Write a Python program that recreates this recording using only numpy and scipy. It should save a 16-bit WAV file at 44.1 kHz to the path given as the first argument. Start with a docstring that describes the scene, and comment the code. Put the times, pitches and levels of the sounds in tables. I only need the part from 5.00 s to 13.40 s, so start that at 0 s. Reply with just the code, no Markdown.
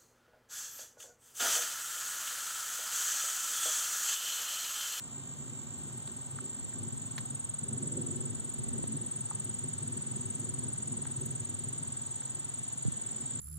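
"""A wasp caught in a web buzzes raggedly: five bands of noise at its wingbeat multiples, each driven by the struggle.
Summer crickets surround it: a near one strokes 21 tones a second, another trills short chirps, a far one sings
phrases of blurred tone, the rest are a chorus of resonated noise. Air and leaves hiss; twigs and dry leaves tick.
Two close hand-held capsules rumble and bump; the recorder widens them by delayed cross-subtraction."""
import sys
import numpy as np
from scipy import signal
from scipy.fft import rfft, irfft, next_fast_len
from scipy.io import wavfile

SR = 44100
rng = np.random.default_rng(int(sys.argv[2]) if len(sys.argv) > 2 else 0)


def store_pcm(level_fs):
    """Save levels as 16-bit WAV."""
    pcm = np.round(np.clip(level_fs, -1, 1) * 32767).astype(np.int16)
    wavfile.write(sys.argv[1], SR, np.atleast_2d(pcm).T)


N = 370440


def amp(db):
    """Decibels to gain."""
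    return 10 ** (np.asarray(db) / 20)


def rms_one(x):
    """Scale to unit rms."""
    return x / np.sqrt(np.mean(x ** 2) + 1e-20)


def in_time(rows):
    """Interpolate each column after the first, sample by sample."""
    s, *columns = np.transpose(rows)
    return [np.interp(np.arange(N) / SR, s, column) for column in columns]


def at_hz(points, hz):
    """Read a spectrum on a log frequency axis."""
    points_hz, values = np.transpose(points)
    return np.interp(np.log(hz), np.log(points_hz), values)


def drift(rate_hz):
    """Slow random curve of unit rms: noise through two equal poles, computed every 40 samples."""
    step = 40
    r = np.exp(-2 * np.pi * rate_hz * step / SR)
    noise = rng.standard_normal(N // step + 2002)
    slow = signal.lfilter([1], [1, -2 * r, r * r], noise)[2000:]   # settled part
    return np.interp(np.arange(N) / step, np.arange(len(slow)), rms_one(slow))


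def band_pass(x, low_hz, high_hz):
    """Second-order Butterworth band."""
    return signal.sosfilt(signal.butter(2, [low_hz, high_hz], "band", fs=SR, output="sos"), x)


def smear(noise, hz, width_hz):
    """A flat-topped band of noise around a pitch."""
    return band_pass(noise, hz - width_hz / 2, hz + width_hz / 2)


def resonate(x, hz, width_hz):
    """One two-pole resonance, gain about 1 at its top."""
    r = np.exp(-np.pi * width_hz / SR)
    zeros = np.array([1, 0, -1]) * (1 - r * r) / 2
    return signal.lfilter(zeros, [1, -2 * r * np.cos(2 * np.pi * hz / SR), r * r], x)


def pair(noise, alike):
    """Mix two unrelated noises into left and right of a given likeness."""
    alike = np.clip(alike, 0, 1)
    common = np.sqrt(1 + alike) * noise[0]
    opposed = np.sqrt(1 - alike) * noise[1] * np.array([[1], [-1]])
    return (common + opposed) / np.sqrt(2)


def pan_gain(pan_db):
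    """Left and right gains for a level difference."""
    return amp([[pan_db / 2], [-pan_db / 2]])


def add(out, s, sound):
    """Mix a short sound in at a time."""
    i = max(round(s * SR), 0)
    out[..., i:i + sound.shape[-1]] += sound[..., :max(N - i, 0)]


def wing_note(length_s, hz, sag_hz, fall_hz, phase):
    """A file drawn over a scraper: complex tone under an arch, flatter at both ends and falling as it goes."""
    place = np.linspace(-1, 1, round(length_s * SR))
    pitch_hz = hz - fall_hz * place - sag_hz * place ** 2
    return (1 - place ** 2) ** 0.75 * np.exp(1j * (phase + 2 * np.pi * np.cumsum(pitch_hz) / SR))


def arrive(tone, hz, lead_us, pan_db, echo_db):
    """A narrow tone at both capsules (a left lead turns its phase), with short scatter from the leaves."""
    turn = np.exp(1j * np.pi * hz * lead_us * 1e-6)   # half the lead on each side
    direct = np.real([tone * turn * amp(pan_db / 2), tone / turn / amp(pan_db / 2)])
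    age_s = np.arange(round(.08 * SR)) / SR
    leaves = rng.standard_normal((2, len(age_s))) * amp(-60 * age_s / 0.3) * (age_s > .002)
    leaves = leaves / np.linalg.norm(leaves[0])
    scatter = signal.oaconvolve(tone.real[None], leaves, axes=1)[:, :N]
    return direct + amp(echo_db) * scatter


# Wasp's struggle. Each row: time in seconds, wingbeat effort in dB, overtone effort in dB.
STRUGGLE = [(0.0, -52, -55), (0.65, -50, -52.5), (1.05, -49.5, -53.5), (1.33, -48.5, -54),
            (1.55, -53.5, -53), (1.87, -46, -52.5), (2.1, -47.5, -50), (2.57, -46.5, -57.5),
            (2.74, -43.5, -47), (2.95, -41.5, -42), (3.32, -47, -48), (3.55, -49.5, -51),
            (3.72, -43, -46.5), (3.9, -46, -46.5), (4.14, -45.5, -51.5), (4.6, -45, -51.5),
            (4.84, -46, -48), (5.25, -43.5, -49), (5.85, -45.5, -51), (6.1, -43.5, -49), (6.4, -43, -52),
            (6.62, -45, -52.5), (6.92, -46.5, -54.5), (7.13, -51.5, -58), (7.75, -52.5, -57),
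            (8.09, -52, -53.5), (8.4, -46, -53)]
# Wingbeat multiples. Each row: center in Hz, smear width in Hz, level in dB added to its effort.
WINGBEAT_BANDS = [(128.1, 66.8, 7.5), (238.8, 82.3, 4), (364, 88, 2.5), (483, 88, -10), (588, 113, -20)]
SECOND_WAVER_DB, HIGHER_WAVER_DB = 0.43, 1.5   # rms
HIGHER_DB = -8.5   # multiples above the second
STRAIN_SHARE, CALM_DB = 0.65, -47   # above this overtone effort the top two grow faster


def wasp():
    """Tangled wings keep losing their rhythm, so each wingbeat multiple smears into a band of noise."""
    first_db, over_db = in_time(STRUGGLE)
    second_db = over_db + SECOND_WAVER_DB * drift(2.6)
    higher_db = over_db + HIGHER_DB + HIGHER_WAVER_DB * drift(3.8)
    top_db = higher_db + STRAIN_SHARE * np.maximum(over_db - CALM_DB, 0)
    efforts_db = [first_db, second_db, higher_db, top_db, top_db]
    push = rng.standard_normal((2, N))
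    buzz = np.zeros((2, N))
    for effort_db, (hz, width_hz, db) in zip(efforts_db, WINGBEAT_BANDS):
        band = smear(smear(push, hz, width_hz), hz, width_hz)   # twice for steep sides
        buzz += amp(effort_db + db) * rms_one(band)
    left, right = amp(1.56 * drift(9.7)) * pair(buzz, alike=0.97)
    left = np.interp(np.arange(N) - 90e-6 * SR, np.arange(N), left)   # 90 us later on the left
    return np.array([left * amp(1.0), right])


# Air and leaves. Each row: frequency in Hz, power density in dB per Hz.
WOOD_SPECTRUM = [(40, -78.5), (75, -70.5), (200, -76.5), (400, -89), (700, -91), (1100, -93.5),
                 (1900, -97.5), (3000, -93), (4300, -100), (5700, -99), (8000, -107), (9500, -113),
                 (11500, -107), (14000, -110), (15500, -116)]
# Likeness of the two capsules. Each row: frequency in Hz, likeness from 0 to 1.
LIKENESS = [(60, 0.94), (130, 1), (400, 0.68), (700, 0.66), (1000, 0.6), (1800, 0.15), (15000, 0)]
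# Leaves' hiss in the upper middle. Each row: time in seconds, level change in dB.
HISS = [(0, -1), (1.5, 0), (2.5, -0.4), (3.5, 0.6), (4.8, 1.4), (6.5, 1), (8.4, 2.5)]
HISS_FROM_HZ, HISS_TO_HZ = 1700, 6500


def wood():
    """Air and leaves: third-octave noise bands, each with its own level, likeness and flicker."""
    out = np.zeros((2, N))
    edges_hz = 30 * 2 ** (np.arange(29) / 3)
    white = rng.standard_normal((2, 2, N)) * np.sqrt(SR / 2)   # one unit of power per Hz
    hiss_db, = in_time(HISS)
    for k, (low_hz, high_hz) in enumerate(zip(edges_hz, edges_hz[1:])):
        band = band_pass(white[k % 2], low_hz, high_hz)   # neighbours use unrelated noise
        hz = np.sqrt(low_hz * high_hz)
        level_db = at_hz(WOOD_SPECTRUM, hz) + .5 * drift(6)
        if HISS_FROM_HZ < hz < HISS_TO_HZ:
            level_db = level_db + hiss_db
        out += amp(level_db) * pair(band, at_hz(LIKENESS, hz))
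    return out


# Surges of the hand's tremor. Each row: middle in seconds, length in seconds, rise in dB.
SURGES = [(.55, .6, 4), (1.645, 0.13, 15), (1.95, 0.2, 12), (2.9, 0.46, 4), (3.273, 0.66, 15.5),
          (3.753, 0.79, 16.5), (5.6, .6, 9), (7.947, .3, 3)]
TREMOR_DB = -59.5   # rms between surges


def tremor():
    """The hand's tremor: lumpy low noise, opposite in the two capsules, surging now and then."""
    rumble = band_pass(rng.standard_normal(N), 40, 150)
    surge_db = np.zeros(N)
    for middle_s, length_s, rise_db in SURGES:
        add(surge_db, middle_s - length_s / 2, rise_db * np.hanning(round(length_s * SR)))
    return amp(TREMOR_DB + surge_db + 0.62 * drift(19)) * rms_one(rumble) * [[1], [-1]]


# Pitches of the blurred chorus. Each row: center in Hz, resonance width in Hz, power density in dB per Hz.
CHORUS_BANDS = [(6743, 280, -89.5), (6990, 320, -85.5), (7140, 270, -87.5), (7400, 170, -76),
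                (7767, 160, -75), (7900, 150, -79), (8134, 235, -84.5)]
# Swell of the chorus. Each row: time in seconds, level change in dB.
CROWD_SWELL = [(0, -0.5), (1, -0.3), (2, -1), (2.8, -1), (3.6, 0), (4.6, 0), (5.6, 0), (6.6, -0.2),
               (7.5, -0.5), (8.4, .6)]


def chorus():
    """Far crickets too many to tell apart: resonated noise bands, each wavering fast and slowly."""
    white = rng.standard_normal((2, N)) * np.sqrt(SR / 2)   # one unit of power per Hz
    swell_db, = in_time(CROWD_SWELL)
    crowd = np.zeros((2, N))
    for hz, width_hz, db in CHORUS_BANDS:
        waver_db = 2.0 * drift(31) + 0.71 * drift(4.6)
        crowd += amp(db + swell_db + waver_db) * resonate(resonate(white, hz, width_hz), hz, width_hz)
    return crowd


# Chirps of the triller. Each row: start in seconds, level in dB before stroke force; the last only ends the one before.
CHIRPS = [(.008, -48), (.114, -49), (0.238, -47.5), (0.372, -47.5), (.536, -46), (.673, -46), (0.783, -49),
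          (.928, -50), (1.06, -49), (1.176, -49), (1.306, -50), (1.445, -44), (1.571, -46.5), (1.688, -48),
          (1.833, -51.5), (1.982, -52.5), (2.113, -55), (2.268, -54), (2.41, -55), (2.551, -52),
          (2.67, -53.5), (2.824, -51.5), (3.069, -47.5), (3.205, -48.5), (3.333, -48.5), (3.48, -48.5),
          (3.621, -51.5), (3.744, -49), (3.876, -50), (3.993, -52), (4.121, -50), (4.247, -51),
          (4.389, -50), (4.513, -49), (4.662, -50), (4.789, -52), (4.921, -52), (5.066, -50.5),
          (5.272, -51), (5.398, -50.5), (5.544, -51.5), (5.705, -50.5), (5.859, -51), (5.978, -53.5),
          (6.107, -52.5), (6.236, -53), (6.361, -52), (6.473, -52), (6.605, -51), (6.729, -50),
          (6.834, -51), (6.978, -49), (7.109, -48), (7.236, -46), (7.355, -48.5), (7.484, -51.5),
          (7.632, -51), (7.776, -52), (7.922, -49), (8.074, -46), (8.222, -45.5), (8.375, -45.5),
          (8.5, -42)]
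# Its voice. Each row: time in seconds, pitch in Hz, lower tone in dB against the main tone.
TRILL_VOICE = [(0, 7390, -9), (.8, 7344, -17), (1.5, 7400, -11.5), (2, 7245, -7.5), (2.4, 7120, -6),
               (2.8, 7280, -12), (3.25, 7220, -11.5), (3.6, 7290, -2.5), (4, 7230, -5.5), (4.4, 7210, -4),
               (5.5, 7290, 0.5), (6.5, 7235, -0.5), (7.2, 7290, -3.5), (7.7, 7200, -5), (8.4, 7410, -2)]
# Aim of the capsules by hand. Each row: time in seconds, near cricket's left lead in us, its L-R in dB,
# triller's left lead in us, its L-R in dB.
AIM = [(0.0, 14, 1, 66, 5), (0.6, 28, -0.5, 46, -2), (0.9, 38, 0, 59, 1), (1.5, 49, -6, 65, -2),
       (2.0, 50, 7, 52, -15.5), (2.4, 54, -5, 26, 1), (2.85, 27, -6.5, 19, -16.5), (3.5, 43.4, -2.5, 40, 4),
       (3.9, 50, -5, 67, 3), (4.2, 55, -2.5, 58, 6), (4.8, 46, -2, 49, 3), (6.0, 47.6, -4, 45, 10),
       (7.0, 48.4, -7, 58, 8.5), (7.8, 52, -0.5, 62, -15.5), (8.4, 39, -6, 38, 8)]
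TRILL_HZ = 7250   # for arrival phase
CHIRP_PAUSE_S = .036   # last stroke to next chirp
LOWER_SPREAD_HZ = 96   # full range, stroke to stroke
LOWER_LEAD_US, LOWER_PAN_DB = -18, -7   # lower tone's own lead and L-R, added to the main tone's


def triller():
    """Each chirp is a run of strokes about 20 ms apart; a lower tone trails each stroke."""
    notes, lower = np.zeros((2, N), complex)
    voice_hz, lower_db = in_time(TRILL_VOICE)
    chances = rng.random((len(CHIRPS), 4, 16))
    for (s, db), (next_s, _), chance in zip(CHIRPS, CHIRPS[1:], chances):
        length_s, now = next_s - s - CHIRP_PAUSE_S, int(s * SR)
        hz, low_gain = voice_hz[now], amp(lower_db[now])
        stroke_times_s = np.linspace(s, s + length_s, round(length_s / .0195) + 1)
        for at_s, (turn, low_turn, force, slip) in zip(stroke_times_s, chance.T):
            level = amp(db + 6.0 - 3.4 * force)
            note_hz = hz + 120 * (low_turn - .5)
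            low_hz = hz - 260 + LOWER_SPREAD_HZ * (slip - .5)
            note = wing_note(0.01123, note_hz, sag_hz=202, fall_hz=170, phase=2 * np.pi * turn)
            low_note = wing_note(0.0094, low_hz, sag_hz=99, fall_hz=50, phase=2 * np.pi * low_turn)
            add(notes, at_s - .0065, level * note)
            add(lower, at_s - .004, level * low_gain * low_note)
    lead_us, pan_db = in_time(AIM)[2:]
    main = arrive(notes, TRILL_HZ, lead_us, pan_db, echo_db=-6.5)
    return main + arrive(lower, TRILL_HZ, lead_us + LOWER_LEAD_US, pan_db + LOWER_PAN_DB, echo_db=-2.5)


# Phrases of the far cricket. Each row: start in seconds, length in seconds, rms at full swell in dB.
PHRASES = [(.15, 0.46, -70), (1.1, 0.49, -84), (2.1, 0.56, -81), (3.2, 0.4, -75), (4.1, 0.4, -68),
           (5.1, 0.44, -63), (6.092, 0.44, -64), (6.947, 0.52, -67), (7.75, 0.28, -71)]
PHRASE_HZ = 6450


def far_cricket():
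    """One far singer: a tone blurred into narrow noise, in phrases that swell and fade."""
    swell = np.zeros(N)
    for s, length_s, db in PHRASES:
        add(swell, s, amp(db) * signal.windows.tukey(round(length_s * SR), .5))
    blurred = resonate(resonate(rng.standard_normal((2, N)), PHRASE_HZ, 200), PHRASE_HZ, 200)
    return swell * rms_one(blurred)


# Ticks in the highest treble. Each row: time in seconds, level in dB before BRIGHT_GAIN_DB.
BRIGHT_TICKS = [(0.638, -55), (0.7811, -58), (0.8754, -63), (1.4461, -65), (1.493, -67), (1.6836, -62),
                (1.9654, -59), (2.0742, -57), (2.822, -66), (3.0131, -57), (3.5848, -64), (4.0622, -60),
                (4.4413, -61), (5.3936, -58), (5.8731, -64), (6.2073, -57), (6.2547, -56), (6.5879, -68),
                (7.1546, -62)]
BRIGHT_S, BRIGHT_GAIN_DB = 0.0013, 4


def bright_ticks():
    """Very short, arched bursts of very high noise."""
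    out, shape = np.zeros((2, N)), np.hanning(round(BRIGHT_S * SR))
    grits = rng.standard_normal((len(BRIGHT_TICKS), 2, len(shape)))
    for (s, db), grit in zip(BRIGHT_TICKS, grits):
        burst = rms_one(band_pass(pair(grit, 0.2), 9200, 15800))
        add(out, s - .001, amp(db + BRIGHT_GAIN_DB) * shape * burst)
    return out


# Near cricket's song. Each row: time in seconds, lag behind the steady beat in ms, note level in dB, pitch in Hz.
SONG = [(.74, 3, -41, 7700), (1.2, 1.5, -39.5, 7790), (1.8, 4, -38.5, 7900), (2.1, -4, -38, 7730),
        (2.4, -4, -34.5, 7900), (2.85, -3.5, -32, 7880), (3.4, -3, -34.5, 7956), (3.9, -1.5, -35, 7900),
        (4.15, -2, -33, 7970), (4.7, -1, -34, 7900), (5.05, 1, -34, 7920), (5.35, -1.5, -33.5, 7940),
        (5.7, -1.5, -33, 7960), (6.2, 3.5, -34, 7944), (6.75, 1.5, -35, 7880), (7.05, -1, -35.5, 7910),
        (7.75, -2.1, -33.5, 8000), (8.4, 4, -34, 7940)]
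# Grip of the scraper. Each row: time in seconds, tick level in dB over SCRAPE_DB.
GRIP = [(0, 1), (1.2, 1), (1.5, 0), (2.5, 0), (3.0, -5), (3.35, 1), (3.7, 5.5), (4.2, 3), (4.9, 1),
        (5.2, -2), (6.1, -1), (6.5, -0.5), (7.1, 1), (7.6, 0), (8.4, -7)]
# Strokes on which the scraper catches hard. Each row: time in seconds, approximate scrape peak in dB.
CATCHES = [(.8355, -55), (.9772, -52), (3.4027, -55), (3.544, -49), (4.0696, -53), (4.4496, -50),
           (4.88, -50), (5.3544, -53), (5.4007, -47), (6.2154, -53), (6.268, -40), (6.6911, -56),
           (7.068, -56)]
FIRST_STROKE_S, STROKE_S = .7404, .047585
STROKE_SPREAD_MS, STROKE_SPREAD_HZ, SCRAPE_SPREAD_DB = 0.92, 20.5, 2   # standard deviation, stroke to stroke
SCRAPE_DB, SCRAPE_S = -60, .006
NEAR_HZ = 7900   # for arrival phase


def near_cricket():
    """A clear note per wing stroke on a nearly steady beat; the scraper catches with a thin tick."""
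    notes, scrape = np.zeros(N, complex), np.zeros(N)
    beat_s = np.arange(FIRST_STROKE_S, N / SR, STROKE_S)
    now = (beat_s * SR).astype(int)
    late_ms, song_db, song_hz = (column[now] for column in in_time(SONG))
    luck = rng.standard_normal((3, len(beat_s)))
    times_s = beat_s + (late_ms + STROKE_SPREAD_MS * luck[0]) / 1000
    notes_hz = song_hz + STROKE_SPREAD_HZ * luck[1]
    scrape_db = SCRAPE_DB + in_time(GRIP)[0][now] + SCRAPE_SPREAD_DB * luck[2]
    for s, db in CATCHES:
        scrape_db[np.argmin(np.abs(times_s - s))] = db
    chances = rng.random((len(beat_s), 2))
    for s, db, hz, tick_db, (turn, delay) in zip(times_s, song_db, notes_hz, scrape_db, chances):
        note = wing_note(0.016, hz + 50, sag_hz=340, fall_hz=70, phase=2 * np.pi * turn)
        add(notes, s - .0082, amp(db) * note)
        add(scrape, s - .011 + 0.008 * delay, amp(tick_db) * np.hanning(round(SCRAPE_S * SR)))
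    lead_us, pan_db = in_time(AIM)[:2]
    grit = rms_one(smear(pair(rng.standard_normal((2, N)), 0.07), 11820, 1300))
    ticks = scrape * grit / 2   # noise peaks near twice its rms
    return arrive(notes, NEAR_HZ, lead_us, pan_db, echo_db=-12.0) + ticks


# Twigs and leaves. Each row: start in seconds, ring level in dB, starting ring pitch in Hz, ring t60 in seconds,
# L-R in dB, snap level in dB, snap pitch in Hz.
TWIG_TICKS = [(1.0757, -57, 940, 0.016, 3, -49.5, 3030), (1.0765, -47, 2500, .008, 0, -61, 1500),
              (1.388, -36, 1520, 0.0086, 10, -69, 1500), (1.729, -57, 1680, 0.016, 0, -55, 1600),
              (2.1786, -49, 2600, 0.0073, -8, -58, 2600), (2.1799, -44, 2230, 0.01, 14, -46, 3300),
              (2.1804, -33, 2780, .015, -8, -45, 2600), (2.1812, -42.5, 1160, 0.0042, -7, -46, 7900),
              (2.1848, -41, 2940, 0.013, -13, -45.5, 3280), (3.8407, -64, 700, .008, -5, -51, 2200),
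              (4.312, -38.5, 985, 0.028, -7, -52, 1000), (4.311, -42, 1320, 0.033, 4, -72, 1150),
              (5.664, -55, 1140, 0.021, 0, -65, 1200), (6.0542, -57, 890, 0.011, 5, -47.5, 1100),
              (6.071, -65, 1500, 0.018, 3, -50, 1300), (7.22, -62, 1320, 0.022, 0, -52, 1500)]
RING_FALL = 0.45   # decay rate of the ring's phase multiplier per t60
CLICK_DB = 19   # first break of a snap, over its grit
SNAP_LOW, SNAP_HIGH = 4, 1.5   # band from a quarter of snap pitch to half above it
TAIL_DB, TAIL_T60_S = -12, .09   # leaves scatter each snap


def twigs():
    """Twigs and dry leaves tick: a brief ring of falling pitch over a dry snap of click and grit."""
    out = np.zeros((2, N))
    age_s = np.arange(round(.1 * SR)) / SR
    click = amp(CLICK_DB) * (np.arange(len(age_s)) == round(.0006 * SR))
    snap_decay = amp(-60 * age_s / 0.012) + amp(TAIL_DB - 60 * age_s / TAIL_T60_S)
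    onset = np.minimum(age_s / 0.00011, 1)   # the fibres give way over a moment
    grits = rng.standard_normal((len(TWIG_TICKS), 2, len(age_s)))
    for (s, db, hz, t60_s, pan_db, snap_db, snap_hz), grit in zip(TWIG_TICKS, grits):
        cycles = hz * age_s * np.exp(-RING_FALL * age_s / t60_s)
        ring = amp(db - 60 * age_s / t60_s) * np.sin(2 * np.pi * cycles)
        crack = band_pass(pair(grit, 0.35) + click, snap_hz / SNAP_LOW, snap_hz * SNAP_HIGH)
        snap = amp(snap_db) * snap_decay * onset * rms_one(crack)
        add(out, s, (ring + snap) * pan_gain(pan_db))
    return out


# Grip shifts. Each row: start in seconds, level in dB before rise and decay, pitch in Hz, t60 in seconds, L-R in dB.
BUMPS = [(3.792, -34, 307, 0.015, 27), (3.8399, -12.5, 203, 0.0038, 31), (7.851, -31.5, 332, 0.013, -21),
         (7.853, -29.5, 123, 0.15, -21), (7.881, -18.5, 137, 0.024, -24.5)]


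def bumps():
    """The grip shifts and rocks the capsules against each other: low decaying sines of opposite sign."""
    out = np.zeros((2, N))
    age_s = np.arange(round(.1 * SR)) / SR
    for s, db, hz, t60_s, pan_db in BUMPS:
        rise = np.minimum(age_s * hz * 2.03, 1)   # about half a cycle
        push = amp(db - 60 * age_s / t60_s) * rise * np.sin(2 * np.pi * hz * age_s)
        add(out, s, push * pan_gain(pan_db) * [[1], [-1]])
    return out


def scene():
    """Everything as it reaches the two capsules."""
    background = wood() + tremor() + chorus() + far_cricket()
    singers = wasp() + triller() + near_cricket()
    return background + singers + bright_ticks() + twigs() + bumps()


WIDEN_SHARE, WIDEN_S = .71, 17.18 / SR
CUTOFF_HZ = 15700


def record(dry):
    """Each side loses a delayed share of the other; the bass rolls off, the top is cut."""
    size = next_fast_len(N + 64)
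    late = WIDEN_SHARE * np.exp(-2j * np.pi * np.fft.rfftfreq(size, 1 / SR) * WIDEN_S)
    wide = dry - irfft(rfft(dry[::-1], size) * late, size)[:, :N]
    wide = signal.sosfilt(signal.butter(2, 60, "high", fs=SR, output="sos"), wide)
    return signal.sosfilt(signal.ellip(12, .5, 70, CUTOFF_HZ, fs=SR, output="sos"), wide)


dry = scene()
out = record(dry)
store_pcm(out)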